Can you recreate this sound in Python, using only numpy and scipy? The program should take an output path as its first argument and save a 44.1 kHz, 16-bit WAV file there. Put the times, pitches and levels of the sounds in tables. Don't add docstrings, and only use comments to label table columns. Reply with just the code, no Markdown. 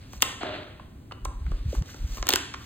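import sys
import numpy as np
from scipy import signal
from scipy.fft import rfft, irfft
from scipy.io import wavfile
from scipy.ndimage import uniform_filter1d

SR = 44100
rng = np.random.default_rng(int(sys.argv[2]) if len(sys.argv) > 2 else 0)


def transcribe(signal):
    frames = np.atleast_2d(signal).T
    limited = np.clip(frames, -1, 1)
    pcm = np.round(limited * 32767).astype(np.int16)
    wavfile.write(sys.argv[1], SR, pcm)


N = 116865


def undb(db):
    return 10 ** (np.asarray(db) / 20)


def unit(x):
    return x / np.sqrt(np.mean(x ** 2) + 1e-24)


def along(points, hz):
    p = np.array(points, float)
    return np.interp(np.log(hz + 1), np.log(p[:, 0]), p[:, 1])


def freqs(x):
    return np.fft.rfftfreq(x.shape[-1], 1 / SR)


def colour(x, points):
    gain = undb(along(points, freqs(x)))
    return irfft(rfft(x) * gain, x.shape[-1])


def resonate(x, hz, width):
    b, a = signal.iirpeak(hz, hz / width, fs=SR)
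    once = signal.lfilter(b, a, x)
    return signal.lfilter(b, a, once)


def fade(age, t60_s):
    return np.exp(-np.log(1000) * age / t60_s)


def swell(t, at_s, half_s):
    return np.exp(-((t - at_s) / half_s) ** 2 / 2)


def swing(age, hz, cycles):
    return np.cos(2 * np.pi * hz * age) * np.exp(-(hz * age / cycles) ** 2 / 2)


def grain(depth_db, size):
    wander = uniform_filter1d(rng.standard_normal(N), size=size)
    return unit(undb(depth_db * unit(wander)))


def add(out, x, start_s):
    i = max(int(start_s * SR), 0)
    part = x[:, :max(N - i, 0)]
    out[:, i:i + part.shape[1]] += part


# pitch_hz, share (0-1)
STEREO_SPREAD = [(150, 0.07), (300, 0.34), (700, 1), (4000, 0.67), (5200, 0.18), (16000, 0)]


def stereo_noise(width, size):
    mid, side = rng.standard_normal((2, size))
    side = irfft(rfft(side) * along(STEREO_SPREAD, freqs(side)), size)
    return unit(np.array([mid + width * side, mid - width * side]))


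# pitch_hz, relative level_db
RUMBLE_COLOUR = [(20, -16), (45, -9), (68, -1.5), (110, -3.5), (170, -12.5), (270, -12.5), (450, -26.5),
                 (1000, -36.5), (3000, -42), (5300, -46), (8000, -47.5), (11500, -51), (14500, -49)]
RUMBLE_DB, RUMBLE_WIDTH = -45.5, 0.98


def room_rumble():
    noise = stereo_noise(RUMBLE_WIDTH, size=N)
    return undb(RUMBLE_DB) * unit(colour(noise, RUMBLE_COLOUR))


# middle_s, half_length_s, rustle_level_db, hiss_level_db
FUR_BRUSHES = [(0.029, 0.061, -55.5, -78), (0.153, 0.03, -56, -53), (1.749, 0.035, -50.5, -49),
               (1.895, 0.029, -52.5, -55.5), (1.58, 0.12, -56, -74), (1.996, 0.077, -54, -57),
               (2.161, 0.046, -48, -46.5), (2.64, 0.059, -53.5, -57)]
# pitch_hz, relative level_db
RUSTLE_COLOUR = [(200, -32.5), (500, -1), (1500, 0), (3200, 0.5), (4500, -0.5), (6000, -8), (16000, -25)]
# pitch_hz, relative level_db
HISS_COLOUR = [(1000, -40), (4000, 0), (5800, 10), (7500, 4), (9500, -8), (11500, -16.5), (14000, 3),
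               (16000, -14)]
BRUSH_GRAIN_DB = 1.5


def fur(t):
    flicker = grain(BRUSH_GRAIN_DB, size=200)
    rustle = unit(colour(stereo_noise(0.56, size=N) * flicker, RUSTLE_COLOUR))
    hiss = unit(colour(stereo_noise(0.4, size=N) * flicker, HISS_COLOUR))
    out = np.zeros((2, N))
    for at_s, half_s, rustle_db, hiss_db in FUR_BRUSHES:
        friction = undb(rustle_db) * rustle + undb(hiss_db) * hiss
        out += swell(t, at_s, half_s) * friction
    return out


# start_s, jaw_db, mouth_db, stick_db, tooth_db, crackle_db
TOOTH_BITES = [ (0.132, -50, -42.5, -50, -50, -48), (0.2218, -45, -28, -23.5, -17.5, -19),
               (0.223, -39, -26.5, -15, -29, -24), (0.2267, -29, -22, -13, -35, -22),
               (.326, -44, -45, -40, -64, -65), (.432, -31.5, -26, -37, -51, -79),
               (.557, -35, -60.5, -53, -65, -79), (1.12, -41.5, -34, -44, -63, -79),
               (1.251, -37.5, -40.5, -41.5, -36, -42.5), (1.464, -60, -46.5, -52, -66, -75),
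               (1.516, -41, -46, -52, -56.5, -60), (1.75, -41, -40, -61, -48, -51),
               (1.822, -45, -45, -47.5, -50.5, -74), (1.944, -43.5, -50, -58, -47.5, -85),
               (2.171, -44, -38.5, -45, -64, -42), (2.182, -44, -39.5, -48, -62, -68),
               (2.2265, -43, -28, -33.5, -35, -79), (2.269, -32.5, -46, -32.5, -36, -33),
               (2.289, -63, -26, -20.5, -19, -46), (2.2912, -26.5, -27.5, -21.5, -38, -11.5),
               (2.3051, -33, -49, -21, -29, -44.5), (2.336, -40.5, -35, -21.5, -27, -26),
               (2.3367, -31.5, -20, -19.5, -24.5, -33), (2.3584, -46, -23, -23.5, -22, -24),
               (2.539, -51, -34, -37.5, -47, -60), (2.544, -43.5, -34, -38.5, -49, -75), ]
# centre_hz, width_hz
BITE_RANGES = [(400, 546), (1200, 1920), (3200, 3000), (7000, 7700), (14000, 8700)]
# pitch_hz, level_db
SHARED_BITE_COLOUR = [(80, -17.5), (200, -7.5), (320, 2.5), (600, -2.5), (1000, -0.5), (2200, -4.5),
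                      (3000, -1.5), (4300, -2.5), (5200, 3.5), (6300, 4), (11500, -4.5), (13700, -3),
                      (16000, -11.5)]
BITE_DB, LEVEL_WINDOW_S = 1, 0.0052
BITE_WIDTH = 0.56
CRUMBLE_MS, CRUMBLE = 0.67, 0.32
FAINT_NOISE_DB, FAINT_NOISE_MS = -27, 4.7
SOFT_DB, SOFT_CRUMBLE = -32.5, 0.51
SNAP_EVENNESS = 0.48
SNAP_COPY, SNAP_COPY_MS = 0.31, 0.8
LATE_MS, LATE_HZ = 7.525, 310.5


def bites():
    out, size, lead = np.zeros((2, N)), 3072, 1024
    ms = (np.arange(size) - lead) / SR * 1000
    hz = freqs(ms)
    lag = np.exp(-2j * np.pi * LATE_MS / 1000 * LATE_HZ * np.log1p(hz / LATE_HZ))
    crumble = (ms >= 0) * np.exp(-abs(ms) / CRUMBLE_MS)
    faint_noise = undb(FAINT_NOISE_DB) * np.exp(-abs(ms) / FAINT_NOISE_MS)
    grit = CRUMBLE * (crumble + faint_noise)
    soft_scrape = SOFT_CRUMBLE * np.exp(-abs(ms - CRUMBLE_MS) / (2 * CRUMBLE_MS))
    click = ms == 0
    for start_s, *levels in TOOTH_BITES:
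        is_soft = max(levels) < SOFT_DB
        noise = (grit + soft_scrape * is_soft) * stereo_noise(BITE_WIDTH, size=size)
        snap = rfft(noise + click)
        snap = snap / np.mean(abs(snap) ** 2, axis=0) ** (SNAP_EVENNESS / 2)
        delay_s = SNAP_COPY_MS / 1000 * rng.uniform(0.5, 2)
        snap = snap * (1 - SNAP_COPY * np.exp(-2j * np.pi * hz * delay_s))
        snap = snap / np.sqrt(np.mean(abs(snap) ** 2))
        density = [(centre, db - 10 * np.log10(width))
                   for (centre, width), db in zip(BITE_RANGES, levels)]
        curve_db = along(density, hz) + along(SHARED_BITE_COLOUR, hz) + BITE_DB
        gain = undb(curve_db) * SR * np.sqrt(LEVEL_WINDOW_S / 2)
        add(out, irfft(snap * gain * lag, size), start_s - lead / SR)
    return out


# start_s, pitch_hz, level_db
MOUTH_SMACKS = [(.134, 1360, -42.5), (0.797, 995, -34), (1.111, 1140, -33), (1.1205, 2815, -35.5),
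                (1.122, 1070, -34), (1.2539, 948, -23.5), (1.465, 1260, -38.5), (1.518, 1090, -35),
                (1.749, 1244, -36), (1.891, 1450, -40.5), (1.943, 1346, -41.5), (2.179, 1035, -36),
                (2.2273, 1050, -25), (2.268, 1275, -27), (2.361, 1430, -24), (2.541, 1178, -26.5)]
SMACK_ATTACK_S, SMACK_T60_S = 0.00061, 0.024
SMACK_OVERTONE, SMACK_OVERTONE_DB = 1.4, -24
SMACK_SAG, SMACK_SAG_S = 0.15, 0.0026
SMACK_NOISE = 0.78


def smacks():
    out, age = np.zeros((2, N)), np.arange(2048) / SR
    shape = (1 - np.exp(-age / SMACK_ATTACK_S)) * fade(age, SMACK_T60_S)
    sag = SMACK_SAG * SMACK_SAG_S * (1 - np.exp(-age / SMACK_SAG_S))
    for start_s, hz, db in MOUTH_SMACKS:
        noise = stereo_noise(BITE_WIDTH, size=len(age))
        wet = SMACK_NOISE * unit(resonate(noise, hz, hz))
        phase = 2 * np.pi * hz * (age + sag)
        ring = np.sin(phase) + undb(SMACK_OVERTONE_DB) * np.sin(SMACK_OVERTONE * phase)
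        add(out, undb(db) * shape * (ring + wet), start_s)
    return out


# pitch_hz, level_db
ROOM_COLOUR = [(100, -20), (290, -3), (500, -5.5), (1000, -6), (1600, -4), (2300, -6), (4400, -8.5),
               (5600, -12.5), (7000, -8.5), (11000, -15), (13300, -14), (16000, -17.5)]
# pitch_hz, t60_s
ROOM_FADE = [(200, 0.7), (1000, 0.61), (3500, 0.64), (7000, 0.62), (14000, 0.3)]
# pitch_hz, level_db, t60_s
STANDING_WAVES = [(283.4, -15.5, 1), (311, -11.5, 0.53), (386.5, -15.5, 0.46)]
ROOM_ONSET_S, ROOM_WIDTH = 0.0009, 0.67
ROOM_GRAIN_DB = 0.5


def room(x):
    noise = stereo_noise(ROOM_WIDTH, size=SR) * grain(ROOM_GRAIN_DB, size=200)[:SR]
    hz, age, cells = signal.stft(noise, SR, nperseg=256)
    rate = np.log(1000) / along(ROOM_FADE, hz)[:, None]
    shape = np.sqrt(2 * rate / SR) * np.exp(-rate * age) * (1 - np.exp(-age / ROOM_ONSET_S))
    tail = signal.istft(cells * shape * undb(along(ROOM_COLOUR, hz))[:, None], SR)[1]
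    t = np.arange(tail.shape[1]) / SR
    for mode_hz, db, t60_s in STANDING_WAVES:
        wave = np.sin(2 * np.pi * mode_hz * t) * fade(t, t60_s)
        tail = tail + undb(db) * mode_hz / SR * wave
    mono = x.mean(axis=0)[None]
    return signal.fftconvolve(mono, tail, axes=1)[:, :N]


# middle_s, pitch_hz, level_db, dull_knock_level_db
PHONE_BUMPS = [ (0.186, 49.74, -38, -54), (1.247, 39.2, -29, -44.5), (1.276, 58.5, -28, -43),
               (1.295, 57.5, -27.5, -58), (1.372, 40.2, -28, -49), (1.424, 64.5, -25.5, -39.5),
               (1.467, 56.2, -21, -40), (1.483, 60, -32, -30), (1.515, 60, -27, -29),
               (1.542, 37.4, -19.5, -47), (1.614, 44, -25.5, -44), (1.663, 90.5, -22.5, -30),
               (1.689, 72, -22.5, -34.5), (1.706, 69.5, -24, -51), (1.788, 49.7, -16, -32),
               (1.818, 84, -25.5, -24), (2.023, 40, -24, -50), (2.05, 63.4, -20, -37),
               (2.124, 41.6, -24.5, -45), (2.215, 41, -24.5, -50), ]
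BUMP_CYCLES, KNOCK_HZ = 0.6, 139.6


def bumps(t):
    out = np.zeros(N)
    for at_s, hz, db, knock_db in PHONE_BUMPS:
        out += undb(db) * swing(t - at_s, hz, BUMP_CYCLES)
        out += undb(knock_db) * swing(t - at_s, KNOCK_HZ, BUMP_CYCLES)
    return out


# middle_s, half_length_s, level_db (before spread and colour)
CRUMB_SHOWERS = [(0.257, 0.036, -25.5), (2.319, 0.026, -13.5)]
# pitch_hz, level_db
CRUMB_TONE = [(150, -14), (330, -6), (700, 0), (1500, -1), (4200, 4), (5500, -8), (14000, -15)]
CRUMBS_PER_S, CRUMB_SPREAD_DB = 280, 19


def crumbs(t):
    happens = rng.random(N) < CRUMBS_PER_S / SR
    strength = undb(CRUMB_SPREAD_DB * rng.uniform(-1.2, 1, N))
    direction = np.sign(rng.standard_normal(N))
    showers = sum(undb(db) * swell(t, at_s, half_s) for at_s, half_s, db in CRUMB_SHOWERS)
    return colour(happens * strength * direction * showers, CRUMB_TONE)


# pitch_hz, width_hz (each of two passes), level_db, entry_after_start_s
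CLUNK_RESONANCES = [(281, 51, -44.5, 0.024), (389, 32, -51.5, 0.023), (612, 55, -35.5, 0.035),
                    (713, 62, -39, 0.0035), (820, 160, -45.5, 0)]
# pitch_hz, relative level_db
SCUFF_COLOUR = [(120, -18.5), (300, 4), (800, -5.5), (1400, -0.5), (2300, -4.5), (3300, -3.5), (4300, -9),
                (5500, -25), (16000, -54.5)]
CLUNK_S, CLUNK_ATTACK_S, CLUNK_HOLD_S, CLUNK_T60_S = 0.4048, 0.0082, 0.0063, 0.72
SCUFF_DB, SCUFF_HOLD_S, SCUFF_T60_S = -36.5, 0.13, 0.77
CLUNK_WIDTH, SCUFF_GRAIN_DB = 0.62, 1.5


def far_clunk(t):
    def envelope(entry_s, hold_s, t60_s):
        age = t - CLUNK_S - entry_s
        fading_for = np.maximum(age - CLUNK_ATTACK_S - hold_s, 0)
        return np.clip(age / CLUNK_ATTACK_S, 0, 1) * fade(fading_for, t60_s)

    body = np.zeros((2, N))
    for hz, width, db, entry_s in CLUNK_RESONANCES:
        ring = unit(resonate(stereo_noise(CLUNK_WIDTH / 2, size=N), hz, width))
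        body += undb(db) * ring * envelope(entry_s, CLUNK_HOLD_S, CLUNK_T60_S)
    friction = stereo_noise(CLUNK_WIDTH, size=N) * grain(SCUFF_GRAIN_DB, size=250)
    scuff = undb(SCUFF_DB) * unit(colour(friction, SCUFF_COLOUR))
    return body + scuff * envelope(0, SCUFF_HOLD_S, SCUFF_T60_S)


# middle_s, pitch_hz, level_db
STICK_NUDGES = [(1.7317, 506, -23.5), (1.7437, 326, -30), (2.2958, 830, -20), (2.3401, 374, -16.5)]
NUDGE_CYCLES, NUDGE_ROOM_DB = 0.73, -6.5


def nudges(t):
    return sum(undb(db) * swing(t - at_s, hz, NUDGE_CYCLES) for at_s, hz, db in STICK_NUDGES)


# pitch_hz, lag_radians
MICROPHONE_LAG = [(300, .1), (1000, .7), (3000, 1.2), (4300, 1.4), (5350, 3.14), (9500, 7.1), (11500, 9.42),
                  (14500, 12.4)]


def microphone_lag(x):
    left, right = x
    turn = np.exp(-1j * along(MICROPHONE_LAG, freqs(x)))
    return np.array([left, irfft(rfft(right) * turn, N)])


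def scene():
    t = np.arange(N) / SR
    mouth = bites() + smacks() + crumbs(t)
    knocks = nudges(t)
    echo = room(mouth + undb(NUDGE_ROOM_DB) * knocks)
    rumble = room_rumble()
    near = mouth + knocks + fur(t) + bumps(t)
    return microphone_lag(near + echo + far_clunk(t) + rumble)


TOP_HZ = 16100


def record(dry):
    low_pass = signal.ellip(8, 0.2, 70, TOP_HZ, fs=SR, output="sos")
    return signal.sosfilt(low_pass, np.clip(dry, -1, 1))


dry = scene()
out = record(dry)
transcribe(out)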